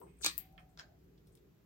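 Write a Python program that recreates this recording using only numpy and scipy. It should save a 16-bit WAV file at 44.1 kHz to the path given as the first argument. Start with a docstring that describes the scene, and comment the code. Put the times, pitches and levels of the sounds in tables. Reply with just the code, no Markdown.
"""Iguana feeding from a steel bowl

Chopped greens, small quiet room. One bite swells as a tearing rustle and ends in two snaps
that ring the bowl; a bright rustle tail, a tick and soft chewing follow. Rustle, snaps and crunches
are showers of tiny fractures. Small clicks and knocks throughout, a thin high hiss at the start.
Behind them: room air, low hum, a dull drone, a faint far whine.
The right microphone hears much less treble than the left."""
import sys
import numpy as np
from scipy import signal
from scipy.fft import rfft, irfft, next_fast_len
from scipy.io import wavfile
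from scipy.ndimage import uniform_filter1d

SR = 44100
rng = np.random.default_rng(int(sys.argv[2]) if len(sys.argv) > 2 else 0)


def generate_wav(signal):
    """Clip the signal to [-1, 1] and save it as 16-bit WAV at the path in sys.argv[1]."""
    frames = np.transpose(np.atleast_2d(signal))
    scaled = np.clip(frames, -1, 1) * 32767
    pcm = np.round(scaled).astype(np.int16)
    wavfile.write(sys.argv[1], SR, pcm)


N = 72765

# room air spectrum: f/Hz, gain/dB
AIR_COLOUR = [(25, -26), (39, -25.5), (48, -7), (85, 0), (130, 4), (220, -5), (270, -2.5), (480, -14.5),
              (900, -23.5), (1500, -25), (4000, -32), (7000, -34.5), (9800, -44), (13000, -29.5),
              (16000, -33.5)]
# room hums: f/Hz, half-width/oct, mid-scene level/dB
ROOM_HUMS = [(56.28, 0.21, -68), (164.6, 0.11, -69)]
# drone envelope: t/s, level/dB
DRONE_ENVELOPE = [(0, -54.5), (.1, -67.5), (.16, -72.5), (.5, -80.5), (.95, -77), (1.1, -68.5), (1.25, -72),
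                  (1.43, -66.5), (1.55, -83), (1.65, -77.5)]
# small clicks and knocks, thin high hiss, bright rustle tail:
# t/s, level/dB, f/Hz, half-width/oct, decay/s, left-right/dB
SMALL_SOUNDS = [(.001, -59.5, 14100, 0.45, 0.022, 0), (0.0149, -51.5, 960, 0.17, 0.00099, 1),
                (0.014, -52, 421, 0.25, 0.0029, 9), (0.012, -65, 8200, .05, 0.079, 7),
                (.064, -65.5, 790, 0.36, 0.013, 10), (0.068, -79.5, 2370, .17, 0.15, -26),
                (.17, -66.5, 8100, .05, .004, -25), (.187, -65, 8400, .05, 0.0056, -2),
                (.203, -58, 380, .3, 0.0076, 11.5), (.211, -62, 1000, 0.47, 0.0022, 2.5),
                (0.216, -50, 8380, .09, .005, -1), (0.309, -51.5, 13440, .22, 0.058, 1.5),
                (0.37, -59.5, 12640, .3, 0.001053, 4), (0.378, -58.5, 2257, .35, 0.043, -3),
                (.38, -66.5, 4340, .25, 0.0119, -8), (0.525, -73, 12000, .5, .001, 3),
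                (0.578, -57, 2110, 0.25, 0.0018, -2.5), (.579, -59.5, 1002, 0.56, .008, 3.5),
                (.595, -75, 8000, .6, 0.016, 10), (.69, -72.5, 7600, .12, 0.0247, 0),
                (0.989, -83, 7000, 0.52, .003, -1), (1.04, -76.5, 12000, 0.42, 0.0044, 0),
                (1.177, -75, 3800, .7, 0.0097, -2.5), (1.27, -67, 8000, 0.71, 0.014, -3),
                (1.32, -70, 7700, .15, 0.019, 2.5), (1.352, -63, 9500, .55, 0.0031, 0.5),
                (1.373, -70.5, 4500, 1.1, .005, -1)]
# tearing rustle: t/s, level/dB, lower edge f/Hz
TEAR_TRACK = [(.17, -84, 8000), (0.198, -70, 8000), (.218, -47.5, 7600), (0.231, -40, 3830),
              (0.243, -36.5, 2000), (.258, -36, 1495), (.272, -34.5, 1800), (.29, -49.5, 1200),
              (0.311, -59, 1200), (.34, -82.5, 1200)]
# rustle spectrum: f/Hz, gain/dB
RUSTLE_COLOUR = [(200, -18), (340, -7.5), (650, -15), (950, -7.5), (1500, -9), (2500, -6), (4300, -0.5),
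                 (6000, -4.5), (7600, -4), (8550, 3.5), (9500, -18), (16000, -21.5)]
# stalk snaps: t/s, level/dB, decay/s
STALK_SNAPS = [(0.2452, -36.5, 0.0023), (0.2468, -30, 0.00058), (0.2616, -24.5, .002),
               (0.2637, -26.5, .003), (0.2909, -44.5, 0.0032), (0.305, -49.5, 0.00073)]
# snap spectrum: f/Hz, gain/dB
STALK_COLOUR = [(100, -42), (240, -24), (330, -8), (450, -8), (650, -14.5), (920, -7), (1600, -11),
                (2600, -9), (3400, -7), (4450, 2), (5900, -6.5), (7600, -3.5), (8600, 6), (9500, -14),
                (12500, -8.5), (16000, -17.5)]
# modes of the food-damped bowl: f/Hz, relative level/dB, t60/s
BOWL_MODES = [(312, -8, .12), (1410, -8, .14), (1880, -9, .3), (2540, -9, .3), (3100, -8, .12),
              (3830, -2, .13), (4190, -3, .13), (4470, 3, .07), (6640, -5, .1), (8675, 6, .07)]
# far whine: t/s, f/Hz, tone level/dB, hiss level/dB
WHINE_TRACK = [(.38, 755, -80.5, -85), (.42, 758.2, -76.5, -80), (.46, 749, -69, -80.5),
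               (.485, 746.5, -84, -75), (0.531, 761, -69, -75.5), (.6, 734, -69.5, -70),
               (.73, 752, -76.5, -79.5), (0.771, 748, -92, -76), (0.849, 596, -74, -72),
               (.94, 620.5, -85, -73), (1.0, 618, -96, -89)]
# tick spectrum: f/Hz, gain/dB
CONTACT_COLOUR = [(600, -67.5), (2400, -36.5), (4400, -28.5), (6100, -29), (7500, -16), (10500, -19),
                  (12000, -5), (13300, 5.5), (15000, -10.5), (16500, -2.5)]
# chewing crunches: t/s, level/dB, decay/s
CHEW_CRUNCHES = [(.7746, -56, 0.00083), (0.785, -59.5, .005), (0.7908, -52, 0.00078),
                 (0.7951, -46.5, 0.0012), (.803, -55, 0.0042)]
# crunch spectrum: f/Hz, gain/dB
CHEW_COLOUR = [(150, -29), (300, -8.5), (550, -1), (900, -5), (1150, -4.5), (1550, 2.5), (2500, -12),
               (4000, -6.5), (5500, -6.5), (7500, -9), (9500, -27.5), (16000, -27)]
# right microphone relative to left: f/Hz, gain/dB
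RIGHT_MIC_COLOUR = [(100, 2.5), (400, -1.5), (1300, 2.5), (2400, 2.5), (4400, 0.5), (6300, -11.5),
                    (8200, -25.5), (15000, -23)]

t = np.arange(N) / SR


def amp(db):
    return 10 ** (np.asarray(db) / 20)


def unit(x):
    """Scale to rms 1."""
    return x / np.sqrt(np.mean(x ** 2) + 1e-30)


def impulse_level(x, db):
    """Give a short sound the energy of 5 ms at this level."""
    return unit(x) * amp(db) * np.sqrt(.005 * SR / N)


def pan(left_right_db):
    return amp(np.array([[left_right_db], [-left_right_db]]) / 2)


def shape(x, gain_db):
    """Minimum-phase filter; gain_db is a function of octaves above 1 Hz."""
    size = 2 * next_fast_len(N)
    octave = np.log2(np.maximum(np.fft.rfftfreq(size, 1 / SR), 1))
    cepstrum = irfft(np.log(amp(gain_db(octave))))
    cepstrum[1:size // 2] *= 2
    cepstrum[size // 2 + 1:] = 0
    return irfft(rfft(x, size) * np.exp(rfft(cepstrum)))[..., :N]


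def tint(x, colour):
    """Filter by (f/Hz, gain/dB) points."""
    hz, db = np.array(colour, float).T
    return shape(x, lambda octave: np.interp(octave, np.log2(hz), db))


def band(x, hz, half_width_oct):
    """One resonance with steep skirts."""
    return shape(x, lambda octave: -30 * np.log10(1 + ((octave - np.log2(hz)) / half_width_oct) ** 2 / 3))


def noise():
    return rng.standard_normal(N)


def wander(rate_hz):
    """Smooth random drift, rms 1."""
    hold = int(SR / rate_hz)
    steps = np.repeat(rng.standard_normal(N // hold + 1), hold)
    return unit(uniform_filter1d(steps, hold)[:N])


def fractures(per_s, scatter_db):
    """Random impulses of uneven size."""
    hits = rng.random(N) < per_s / SR
    return hits * np.sign(noise()) * amp(scatter_db * noise())


def burst(start_s, decay_s):
    """A first break, then a dying shower of fractures."""
    age_s = t - start_s
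    shower = fractures(per_s=17000, scatter_db=.5) * (age_s >= 0) * np.exp(-np.abs(age_s) / decay_s)
    shower[np.searchsorted(age_s, 0)] = 1
    return shower


def background(air_db=-67, wide_above_hz=450, hum_fall_db_per_s=5):
    """Room air, near mono in the bass; ebbing low hums; a dull drone that comes and goes."""
    side = shape(noise(), lambda octave: -10 * np.log10(1 + (wide_above_hz / 2 ** octave) ** 2))
    spread = np.array([side, -side])
    air = unit(tint(noise() + spread, AIR_COLOUR)) * amp(air_db)
    hums = sum(unit(band(noise(), hz, width_oct)) * amp(db) for hz, width_oct, db in ROOM_HUMS)
    hums *= amp(-hum_fall_db_per_s * (t - t.mean()))
    drone = unit(band(noise() + spread, hz=371.5, half_width_oct=.18))
    drone *= amp(np.interp(t, *np.array(DRONE_ENVELOPE).T))
    return air + hums + drone


def small_sounds():
    """Small clicks and knocks, a thin high hiss, a bright rustle tail: one panned band burst each."""
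    return sum(impulse_level(band(burst(start_s, decay_s), hz, width_oct), db) * pan(side_db)
               for start_s, db, hz, width_oct, decay_s, side_db in SMALL_SOUNDS)


def leaf_tear(edge_db_per_oct=22.5):
    """Leaf fibres break in a rustle that spreads down from the treble."""
    times_s, level_db, edge_hz = np.array(TEAR_TRACK).T
    edge_oct = np.interp(t, times_s, np.log2(edge_hz))
    fibres = unit(tint(fractures(per_s=3800, scatter_db=5.5), RUSTLE_COLOUR))
    bin_hz, frame_s, frames = signal.stft(fibres, SR, nperseg=256)
    below_edge_oct = np.maximum(np.interp(frame_s, t, edge_oct) - np.log2(bin_hz + 1)[:, None], 0)
    rustle = signal.istft(frames * amp(-edge_db_per_oct * below_edge_oct), SR)[1][:N]
    gate = (t > times_s[0]) * (t < times_s[-1])
    return rustle * amp(np.interp(t, times_s, level_db)) * gate


def stalk_snaps():
    """Stalks break in short, bright bursts."""
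    return sum(impulse_level(tint(burst(start_s, decay_s), STALK_COLOUR), db)
               for start_s, db, decay_s in STALK_SNAPS)


def bowl_ring(bite, relative_db=-10.5):
    """The bite drives the steel bowl's damped modes."""
    ring = np.zeros(N)
    for hz, db, t60_s in BOWL_MODES:
        mode = np.sin(2 * np.pi * hz * t) * amp(-60 * t / t60_s)
        ring += amp(db) * unit(signal.fftconvolve(bite, mode)[:N])
    return unit(ring) * np.std(bite) * amp(relative_db)


def whine(waver_depth=.0074, blur_db=-3, fade_s=.02):
    """Thin, blurred far tone in hiss; sinks and turns hoarse as it ends."""
    times_s, hz, tone_db, hiss_db = np.array(WHINE_TRACK).T
    pitch_hz = np.interp(t, times_s, hz) * (1 + waver_depth * wander(rate_hz=38))
    phase = 2 * np.pi * np.cumsum(pitch_hz) / SR
    blur = amp(blur_db) * wander(rate_hz=60) * np.cos(phase)
    tone = unit(np.sin(phase) + blur) * pan(left_right_db=5)
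    hiss = unit(band(np.array([noise(), noise()]), hz=680, half_width_oct=.16))
    gate = np.interp(t, [times_s[0] - fade_s, times_s[0], times_s[-1], times_s[-1] + fade_s], [0, 1, 1, 0])
    return gate * (tone * amp(np.interp(t, times_s, tone_db)) + hiss * amp(np.interp(t, times_s, hiss_db)))


def tick(start_s=.3796, level_db=-22.5):
    """One very short, very bright contact."""
    contact = signal.unit_impulse(N, round(start_s * SR))
    return impulse_level(tint(contact, CONTACT_COLOUR), level_db)


def crunches():
    """Chewed greens break in soft bursts."""
    return sum(impulse_level(tint(burst(start_s, decay_s), CHEW_COLOUR), db)
               for start_s, db, decay_s in CHEW_CRUNCHES)


def reflections(t60_s, treble_hz=6500, treble_t60_ratio=.55, onset_s=.002):
    """Diffuse room response of unit energy; the treble dies sooner."""
    hiss = noise()
    low = signal.sosfiltfilt(signal.butter(2, treble_hz, fs=SR, output="sos"), hiss)
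    tail = low * amp(-60 * t / t60_s) + (hiss - low) * amp(-60 * t / (t60_s * treble_t60_ratio))
    return unit(tail * (1 - np.exp(-t / onset_s))) / np.sqrt(N)


def room(x, wet_db, wall_db=0, wall_decay_s=.0008, early_db=-2, late_db=-14, right_lag_s=.0003):
    """Per microphone: direct sound, scatter off the bowl wall, early reflections, soft tail."""
    channels = []
    for sound, lag_s in zip(x * np.ones((2, 1)), (0, right_lag_s)):
        wall = amp(wall_db) * unit(noise() * np.exp(-t / wall_decay_s)) / np.sqrt(N)
        near = np.sinc((t - lag_s) * SR) + wall
        far = amp(early_db) * reflections(t60_s=.16) + amp(late_db) * reflections(t60_s=.42)
        response = near / np.linalg.norm(near) + amp(wet_db) * far
        channels.append(signal.fftconvolve(sound, response)[:N])
    return np.array(channels)


def scene():
    """Feeding sounds in the room, duller on the right, over whine and background."""
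    bite = leaf_tear() + stalk_snaps()
    feeding = room(bite + bowl_ring(bite), wet_db=-5)
    feeding += room(crunches() + small_sounds(), wet_db=-1)
    feeding += room(tick(), wet_db=-3, wall_db=-6)
    left, right = feeding
    return np.array([left, tint(right, RIGHT_MIC_COLOUR)]) + whine() + background()


def record(dry):
    """Band limit: 39 Hz to 16.2 kHz."""
    low_cut = signal.butter(8, 39, "high", fs=SR, output="sos")
    top_cut = signal.ellip(10, .2, 80, 16200, fs=SR, output="sos")
    return signal.sosfilt(top_cut, signal.sosfilt(low_cut, dry))


dry = scene()
out = record(dry)
generate_wav(out)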